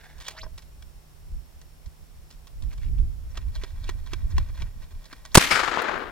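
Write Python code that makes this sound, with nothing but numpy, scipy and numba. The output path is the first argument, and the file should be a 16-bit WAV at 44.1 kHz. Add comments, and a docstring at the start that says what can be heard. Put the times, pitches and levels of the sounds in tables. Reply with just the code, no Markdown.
"""A camcorder stands on an open range below wooded hills: faint air hiss, its own motor, wind on the microphone.
From the start a neighbour runs a ramrod down his barrel with a whistle and a rising hiss, then tamps the load.
A few metres away a muzzleloading rifle is fired: gas jets hiss and two blast fronts overload the recorder.
Brush washes back at once, then a bank, wooded slopes and rock faces, mostly on the left, ever duller.
Two small ticks close by follow the shot."""
import sys
import numpy as np
from scipy import signal
from scipy.fft import rfft, irfft, next_fast_len
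from scipy.io import wavfile
from scipy.ndimage import uniform_filter1d
from numba import njit

SR = 44100
rng = np.random.default_rng(int(sys.argv[2]) if len(sys.argv) > 2 else 0)


def digitize_waveform(pressure):
    """Quantize a signal to 16-bit integers and store it at the path in sys.argv[1].

    Rows of a 2-D input are taken as channels; values are limited to [-1, 1].
    """
    field = np.atleast_2d(pressure).T
    bounded = np.clip(field, -1, 1)
    quanta = np.round(bounded * 32767).astype(np.int16)
    wavfile.write(sys.argv[1], SR, quanta)


N = 269712
T = np.arange(N) / SR
SIZE = next_fast_len(N, real=True)
FREQS = np.arange(SIZE // 2 + 1) * SR / SIZE + 1e-3  # Hz, kept off zero for the divisions

# resonances of the neighbour's barrel with the rod in it: [f/Hz, width/Hz, level/dB]
BARREL = [(638.5, 37, 0.5), (1067, 205, 0), (1560, 166, -2.5), (1870, 56, 3), (2310, 55, 1),
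          (2700, 57, -10), (3332, 92, -2), (3680, 100, -6), (4130, 91, -3), (4810, 50, -12),
          (5200, 82, -8.5), (6050, 82, -18), (6460, 100, -23)]
# tamping strokes, about four a second: [t/s of the blow, blow level/dB, thud level/dB,
# lead/s of the rod's lift before the blow, lift rub level/dB]
TAMPS = [(3.373, -33.5, -49, 0.06, -58), (3.636, -34, -35, 0.077, -45), (3.891, -33, -33, 0.048, -49),
         (4.132, -35, -32, 0.06, -49.5), (4.381, -33.5, -36.5, 0.069, -52.5), (4.619, -39, -48, 0.029, -53),
         (5.128, -38.5, -43, 0.068, -51)]
# blast fronts, each followed by its bounce off the ground: [t/s, peak level/dB, overpressure/ms,
# relaxation/ms, turbulence level/dB, turbulence fade/ms]
BLASTS = [(5.3526, 6, 0.75, 0.34, 16, 1.36), (5.357, 5.5, 0.56, .3, -4.5, 3.4),
          (5.3734, 16, 0.85, 1.23, 12, 1.84), (5.3786, 14.5, 2.04, 0.86, -3.5, 4.7)]
# lean of the hillside echoes towards the left: [f/Hz, left minus right level/dB]
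HILL_PAN = [(100, -13), (200, 9), (400, 9), (1300, 11.5), (2400, 9.5), (4400, 8.5), (8000, 0.5),
            (15000, -3)]


def undb(db):
    """Decibels to gain."""
    return 10 ** (np.asarray(db) / 20)


def unit(x):
    """Scale to rms 1."""
    return x / np.sqrt(np.mean(x ** 2))


def along(points, hz=FREQS):
    """Read (Hz, value) points on a log-frequency axis."""
    f, value = np.transpose(points)
    return np.interp(np.log(hz), np.log(f), value)


def through(x, response):
    """Pass a sound through a frequency response."""
    return irfft(rfft(x, SIZE) * response, SIZE)[..., :N]


def filtered(x, gain):
    """Apply a gain per frequency, then scale to rms 1."""
    return unit(through(x, gain))


def resonances(modes):
    """Frequency response of (Hz, width Hz, dB) modes, with unit power gain."""
    response = sum(undb(db) / (1 + 1j * (FREQS ** 2 - hz ** 2) / (FREQS * width)) for hz, width, db in modes)
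    return response / np.sqrt(np.mean(abs(response) ** 2))


@njit
def resonate(x, hz, width):
    """State-variable band-pass with a moving centre."""
    y, band, low = np.empty(len(x)), 0., 0.
    for i in range(len(x)):
        g = np.tan(np.pi * min(hz[i], .4 * SR) / SR)
        damping = width / hz[i]
        v = (band + g * (x[i] - low)) / (1 + g * (g + damping))
        band = 2 * v - band
        low = low + 2 * g * v
        y[i] = damping * v
    return y


def noise(likeness):
    """Left and right noise with a given correlation, fixed or per frequency."""
    c = np.clip(likeness, -1, 1)
    mid, side = rng.standard_normal((2, N))
    if np.ndim(c):
        mid, side = through(mid, np.sqrt(1 + c)), through(side, np.sqrt(1 - c))
    else:
        mid, side = mid * np.sqrt(1 + c), side * np.sqrt(1 - c)
    return unit(np.array([mid + side, mid - side]))


def pan(db):
    """Left and right gains for a level difference, left minus right."""
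    return undb(np.array([[1], [-1]]) * db / 2)


def ports(x, lead_s=.000046):
    """Sound from the left reaches the right microphone port a moment after the left one."""
    return through(x, np.exp(-2j * np.pi * FREQS * np.array([[0], [lead_s]])))


def walk(rate):
    """Random levels held 1 / rate s and slewed twice, at rms near 1."""
    k = max(int(SR / rate), 1)
    steps = np.repeat(rng.standard_normal(N // k + 1), k)
    return unit(uniform_filter1d(uniform_filter1d(steps, k), k)[:N])


def burst(start, rise, fade):
    """Envelope that climbs to 1 around its start and dies away exponentially."""
    out = np.zeros(N)
    live = slice(*np.searchsorted(T, (start - rise, start + rise + 10 * fade)))
    age = T[live] - start
    out[live] = np.clip(age / rise + .5, 0, 1) * np.exp(-np.maximum(age - rise / 2, 0) / fade)
    return out


def swell(centre, half):
    """Envelope that grows to 1 and falls back smoothly, at one half after half s."""
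    return 1 / (1 + ((T - centre) / half) ** 2)


def background(hiss_db=-58):
    """Faint open-air hiss and the camcorder's own motor, whose tones waver in level and pitch."""
    # colour of the open air: [f/Hz, level/dB]
    air_colour = [(59, -30), (100, -8), (156, -4), (197, -9.5), (871, -16), (1580, -21), (4860, -25),
                  (5290, -24), (6010, -25.5), (14000, -26.5), (16000, -30.5)]
    # tones of the motor whine: [f/Hz, rms level/dB]
    motor = [(150, -64), (4495, -82.5), (5093, -83.5), (5394, -76), (5696, -84), (7192, -86.5)]
    out = filtered(noise(0.1), undb(along(air_colour))) * undb(hiss_db)
    for hz, db in motor:
        level = np.sqrt(2) * undb(db + 0.85 * walk(6))
        turns = hz * np.cumsum(1 + 0.000503 * walk(7.3)) / SR
        out = out + level * np.sin(2 * np.pi * turns)
    return out


def wind(db=2.0, eddy_db=-33, eddy_growth=1.1, before_db=-50, after_db=-48, buffet_db=2.5, buffet_rate=25):
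    """Eddies thump each port almost separately; strong gusts add finer, higher turbulence."""
    # one long gust on the microphone: [t/s, flow level/dB]
    long_gust = [(2.45, -47), (2.48, -52), (2.63, -27.5), (2.74, -33), (2.92, -23.5), (3.32, -39.5),
                 (3.5, -30), (3.61, -39.5), (4.01, -28), (4.1, -38.5), (4.13, -29.5), (4.32, -29),
                 (4.36, -22.5), (4.46, -35), (4.66, -29), (4.73, -45), (4.76, -32), (4.92, -46.5),
                 (4.97, -36), (5.1, -61)]
    # lone puffs: [t/s, flow level/dB, half length/s]
    puffs = [(0.452, -31.5, 0.022), (0.543, -33, 0.019), (.86, -41, 0.045), (1.343, -32.5, 0.038),
             (1.873, -32, 0.011), (2.027, -39.5, 0.016)]
    # colour of the rumble: [f/Hz, level/dB]
    rumble_colour = [(8.8, -46), (15, -0.5), (37, 2), (65, -2.5), (79, -6), (201, -30.5), (274, -33.5),
                     (373, -41), (500, -53), (650, -73), (1100, -120)]
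    s, gust_db = np.transpose(long_gust)
    # a light breeze before and after the long gust
    flow = undb(np.interp(T, s, gust_db, left=before_db, right=after_db))
    puff_power = sum((undb(puff_db) * swell(at, half)) ** 2 for at, puff_db, half in puffs)
    gust = np.sqrt(flow ** 2 + puff_power)
    buffets = unit(undb(buffet_db * walk(buffet_rate)))
    rumble = filtered(noise(0.17), undb(along(rumble_colour)) / (1 + (FREQS / 420) ** 4))
    eddy_colour = [(60, 4), (170, 7.0), (350, -15), (800, -22), (3000, -47)]  # [f/Hz, level/dB]
    eddies = filtered(noise(0), undb(along(eddy_colour)))
    strength = gust / gust.max()
    low = undb(db) * gust * rumble
    high = undb(eddy_db) * gust.max() * strength ** eddy_growth * eddies
    return buffets * (low + high) * pan(-4.0)


def loader(pan_db=-2.0):
    """The neighbour's ramrod, just behind the shooter, run down, seated, then tamped; with it, short faint scrapes."""
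    return ports(plunge() + ramrod() + seat() + thuds()) * pan(pan_db)


def plunge(width_hz=1100.0, third_db=-5, rough_db=3.0, ring_db=-51):
    """Friction hiss sounds the air under the rod, rising as the column shortens; a barrel mode near 640 Hz hums
    on."""
    # the rod slides in at the muzzle: [t/s, level/dB]
    slide_levels = [(0, -52), (.06, -53.5), (.14, -59), (.25, -59), (.32, -72)]
    # its thin whistle: [f/Hz, width/Hz, level/dB]
    whistle = [(814, 350, -6.5), (1640, 290, 0), (1970, 140, -16), (3460, 130, -9)]
    # the rod is run down the bore: [t/s, quarter-wave pitch f/Hz of the trapped air, level/dB]
    run_down = [(.28, 604, -52), (.34, 800, -63), (.36, 1090, -57.5), (0.383, 1490, -48),
                (0.402, 2390, -47), (.42, 4400, -48), (.435, 5300, -45), (.47, 5370, -74)]
    s, pitch, db = np.transpose(run_down)
    hz = np.exp(np.interp(T, s, np.log(pitch)))
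    hiss = rng.standard_normal(N) * undb(rough_db * walk(249))

    def sounded(centre, width):
        """Two band-passes in a row on the friction hiss."""
        return resonate(resonate(hiss, centre, width), centre, width)

    # a column closed at one end sounds its third harmonic too
    column = sounded(hz, width_hz) + undb(third_db) * sounded(3 * hz, 2 * width_hz)
    column = filtered(column, 1 / (1 + (FREQS / 7500) ** 4))
    column = column * undb(np.interp(T, s, db, left=-120, right=-120))
    slide_db = np.interp(T, *np.transpose(slide_levels), right=-120)
    slide = filtered(hiss, resonances(whistle)) * undb(slide_db)
    hum = np.sin(2 * np.pi * BARREL[0][0] * T) * undb(ring_db) * burst(0.367, 0.18, 0.025)
    return column + slide + hum


def ramrod(grit_db=4.0, ring_db=-6, rub_db=-5.0, catch_db=2.5, rattle_spread_db=5.0,
           squeak_db=-3.0, squeak_width_hz=750.0, wander=0.38):
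    """The rod rubs along the bore, rattles loosely and chatters as it lands on the load; all of it rings the barrel."""
    # the rod knocks against the barrel: [t/s, level/dB, fade/s]
    knock_list = [(.043, -58, .005), (.182, -50, 0.0045), (0.202, -44, 0.024), (0.2819, -30.5, .007),
                  (0.307, -44, 0.013), (0.579, -42, 0.0093), (.622, -51, .006), (.824, -47.5, 0.0033),
                  (1.615, -44.5, 0.0031), (1.859, -53, 0.0094), (2.304, -51.5, 0.02), (2.47, -52, 0.012),
                  (2.622, -50.5, 0.013), (2.729, -42.5, 0.0047), (2.778, -48, 0.0033), (5.251, -42, 0.0079)]
    # colour of a contact: [f/Hz, level/dB]
    contact_colour = [(150, -28), (350, 0), (550, -16), (1000, -3.5), (1800, -6.5), (3400, -2), (5300, -4),
                      (8800, -11), (15000, -20)]
    # the loose rod rattles in the bore: [t/s, level/dB]
    rattle_levels = [(3.15, -85), (3.55, -63.5), (4.25, -64), (4.55, -54.5), (4.76, -64.5), (5.3, -62)]
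    knock_hardness, tamp_hardness = 0.79, 0.11  # 0 padded and dull, 1 hard and bright
    chatter = noise(0.91) * undb(grit_db * walk(1500))
    octaves = np.log2(np.clip(FREQS, 300, 9000) / 2000)
    colour_db = along(contact_colour)
    dull = filtered(chatter, undb(colour_db - 2 * octaves))
    bright = filtered(chatter, undb(colour_db + 4 * octaves))
    knocks = sum(undb(db) * burst(s, 0.0033, fade) for s, db, fade in knock_list)
    tamps = sum(undb(db) * burst(s, 0.0036, 0.0049) for s, db, *_ in TAMPS)
    contact = knocks * (dull + knock_hardness * (bright - dull))
    contact = contact + tamps * (dull + tamp_hardness * (bright - dull))
    # each slide catches and slips, and the pitch of its hiss wanders
    slides = strokes()
    catches = unit(undb(catch_db * walk(230)))
    squeak = 0
    for level, hz in slides:
        moving_hz = hz * np.exp(wander * walk(25))
        squeak = squeak + level * unit(resonate(chatter[0], moving_hz, squeak_width_hz))
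    rubbing = catches * sum(level for level, _ in slides)
    rattle_db = np.interp(T, *np.transpose(rattle_levels), left=-120, right=-120)
    rattle = unit(undb(rattle_spread_db * walk(70))) * undb(rattle_db)
    drive = undb(rub_db) * rubbing + rattle + undb(ring_db) * (knocks + tamps)
    ringing = through(unit(chatter) * drive, resonances(BARREL))
    return contact + undb(squeak_db) * catches * squeak + ringing


def strokes():
    """Slides as (envelope, mean pitch of the hiss Hz): rod lifted, run down, rebounding; and short faint scrapes."""
    # short faint scrapes, the last one just before the shot, probably the rifle's lock:
    # [t/s, level/dB, half length/s]
    scrape_list = [(.268, -43.5, 0.012), (2.719, -55, .013), (2.834, -55.5, 0.024), (2.989, -58.5, 0.0093),
                   (4.836, -60, .014), (5.325, -50, 0.01)]
    # drawn up before each stroke
    lift = sum(undb(db) * swell(s - lead, 0.0089) for s, _, _, lead, db in TAMPS)
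    # run down the bore 0.01 s before each blow, 15 dB below it
    run = sum(undb(db - 15) * swell(s - 0.01, 0.0084) for s, db, *_ in TAMPS)
    # sprung back off the load 0.044 s after the blow
    rebound = sum(undb(-62.5) * swell(s + 0.044, 0.021) for s, *_ in TAMPS)
    scrape = sum(undb(db) * swell(s, half) for s, db, half in scrape_list)
    return [(lift, 3120), (run, 2340), (rebound, 1700), (scrape, 2620)]


def seat(start=.431, db=-39, rise=0.0065, fade=0.016, dull_hz=1100):
    """At the end of its run down the bore the rod grinds to a stop and rings the barrel's low modes."""
    grind = noise(0.94) * undb(4.0 * walk(620))
    ringing = filtered(grind, resonances(BARREL) / (1 + (FREQS / dull_hz) ** 2))
    return ringing * undb(db) * burst(start, rise, fade)


def thuds(first_hz=406, sag_hz_per_s=77, fade=.006):
    """Each blow on the load gives a low, quickly damped knock, lower from stroke to stroke."""
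    out = 0
    for s, _, db, *_ in TAMPS:
        hz = first_hz - sag_hz_per_s * (s - TAMPS[0][0])
        out = out + undb(db) * burst(s, 0.0014, fade) * np.sin(2 * np.pi * hz * (T - s))
    return out


def shot(likeness=0.79, suction_db=-12, suction_fade=0.0089):
    """Gas jets hiss; each blast is a sudden overpressure, a longer suction and a wake of turbulence."""
    # jets of burning gas ahead of each blast: [t/s, level/dB, fade/s]
    jets = [(5.3454, -14, 0.0096), (5.3712, -15.5, 0.0041)]
    # colours of the jets and of the turbulence: [f/Hz, level/dB]
    jet_colour = [(100, -16), (800, -3.5), (2300, 9.5), (5000, 0.5), (9000, 3.5), (15000, -4)]
    blast_colour = [(60, 5.5), (300, -4.5), (520, -12), (1000, 4.5), (1400, -6), (2100, -2), (2700, -8),
                    (4200, -5), (6500, -8.5), (8800, -6), (15000, -22)]
    jet_level = sum(undb(db) * burst(s, 0.0011, fade) for s, db, fade in jets)
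    out = filtered(noise(0.56), undb(along(jet_colour))) * jet_level
    wake = filtered(noise(likeness), undb(along(blast_colour)))
    for s, peak_db, push_ms, relax_ms, wake_db, wake_ms in BLASTS:
        ms = np.clip((T - s) * 1000, 0, 100)
        front = (1 - ms / push_ms) * np.exp(-ms / relax_ms)
        turbulence = undb(wake_db) * wake * np.exp(-ms / wake_ms)
        # the microphone turns overpressure into negative swing
        out = out + (T >= s) * (turbulence - undb(peak_db) * front)
    # the air flows back slowly after the first front
    return out + undb(suction_db) * burst(BLASTS[0][0] + 0.0016, 0.0022, suction_fade)


def brush(db=-20.5, fade=0.1, patchy_db=2.5):
    """Ground and bushes close by scatter a bright wash from all sides."""
    # colour of the wash: [f/Hz, level/dB]
    brush_colour = [(35, -71), (60, -41), (130, -19), (274, -7), (407, -20), (447, -8.5), (578, -15),
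                    (620, -11.5), (2290, -4), (2770, -7), (13900, -23.5), (16000, -36)]
    likeness = along([(3500, 0.53), (12000, -0.23)])  # [f/Hz, left-right correlation]
    # leans half as far to the left as the hills
    wash = filtered(noise(likeness), undb(along(brush_colour)) * pan(.5 * along(HILL_PAN)))
    return wash * undb(db + patchy_db * walk(200)) * burst(5.394, 0.0056, fade)


def hills(nearest_db=-16, db_per_doubling=-3.5, air_db=11.5, air_power=0.74, swell_db=8.0, swell_hz=330,
          patchy_db=1.37, clump_db=1.5):
    """Slopes return dense scatter; the longer the path, the less treble is left and the more the low boom counts."""
    # wooded slopes that scatter the shot back: [t/s, fade/s]
    slopes = [(5.5065, 0.036), (5.554, 0.047), (5.593, 0.022), (5.632, 0.04), (5.677, 0.018), (5.712, 0.15),
              (5.778, 0.25), (5.883, 0.17)]
    # colour of the scatter before the path dulls it: [f/Hz, level/dB]
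    hill_colour = [(35, -59), (60, -35), (85, -36.5), (217, -16), (362, -9), (748, -8.5), (1190, -2.5),
                   (1410, 0), (2290, -8), (3330, -11), (4020, -12), (5980, -18.5), (6720, -15.5),
                   (11800, -34), (16000, -36)]
    # how alike the two ports hear it: [f/Hz, left-right correlation]
    hill_likeness = [(100, 0.65), (600, 0.27), (1400, 0.55), (6800, 0.44), (15000, 0)]
    # far echoes come from fewer, larger features, so they arrive in clumps
    far = np.interp(T, (5.55, 5.8), (.3, 1))
    scatter = noise(along(hill_likeness)) * undb(patchy_db * walk(900) + clump_db * far * walk(160))
    scatter = filtered(scatter, undb(along(hill_colour)) * pan(along(HILL_PAN)))
    fired, nearest = BLASTS[0][0], slopes[0][0]
    power = 0
    for s, fade in slopes:
        doublings = np.log2((s - fired) / (nearest - fired))  # of the path length
        power = power + (undb(nearest_db + db_per_doubling * doublings) * burst(s, 0.0076, fade)) ** 2
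    hz, s, spectra = signal.stft(scatter * np.sqrt(power), SR, nperseg=256)
    delay = np.maximum(s - nearest, 0)
    # per second of delay: a gain around the boom, a loss that grows with frequency
    boom = swell_db * np.exp(-((hz - swell_hz) / 450) ** 2)
    db_per_s = boom - air_db * (hz / 1000) ** air_power
    return signal.istft(spectra * undb(np.outer(db_per_s, delay)), SR)[1][:, :N]


def bank(start=5.51, db=-22, fade=0.047, pan_db=11.0):
    """The nearest bank slaps back the whole blast from the left, thump and crack still in it."""
    colour = [(50, -3), (150, 4.5), (400, -4), (1200, -31), (2200, 13.5), (3600, -9), (5200, 4.5),
              (6400, -23), (8000, -7.0), (10000, -13), (15000, -29)]  # [f/Hz, level/dB]
    slap = filtered(noise(0.87), undb(along(colour)))
    return slap * undb(db) * burst(start, 0.006, fade) * pan(pan_db)


def rocks(hz=950, width=0.00044):
    """Bare faces mirror the blast as a short, rounded pulse, 14 dB weaker on the right."""
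    # rock faces that return one clean pulse: [t/s, peak level/dB on the left]
    faces = [(5.684, -9.5), (5.774, -2), (5.800, -10), (5.8955, -10), (5.921, -15), (5.956, -16)]
    arrivals = np.zeros(N)
    for s, db in faces:
        arrivals[min(int(s * SR), N - 1)] = undb(db)
    t = np.arange(-256, 257) / SR
    pulse = -np.cos(2 * np.pi * hz * t) * np.exp(-abs(t) / width)
    return signal.oaconvolve(arrivals, pulse, "same") * undb(np.array([[0], [-14]]))


def ticks():
    """Short, thin ticks close by: bright noise that dies in milliseconds."""
    # small bright ticks after the shot: [t/s, level/dB]
    tick_list = [(5.819, -36.5), (5.984, -53)]
    colour = [(2000, -25), (5000, -14), (9000, -4), (15000, -8)]  # [f/Hz, level/dB]
    level = sum(undb(db) * burst(s, .002, .004) for s, db in tick_list)
    return filtered(noise(0), undb(along(colour))) * level


def scene():
    """Open air, wind and loading, then the shot, its echoes and the ticks."""
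    before = background() + wind() + loader()
    echoes = brush() + hills() + bank() + rocks()
    return before + ports(shot(), lead_s=.000034) + echoes + ticks()


def record(dry, top_hz=16100):
    """The input overloads on the blast and clips flat; a steep low-pass then cuts the top."""
    clipped = np.clip(dry, -.96, .96)
    low_pass = signal.ellip(8, .2, 80, top_hz, fs=SR, output="sos")
    return signal.sosfilt(low_pass, clipped)


dry = scene()
out = record(dry)
digitize_waveform(out)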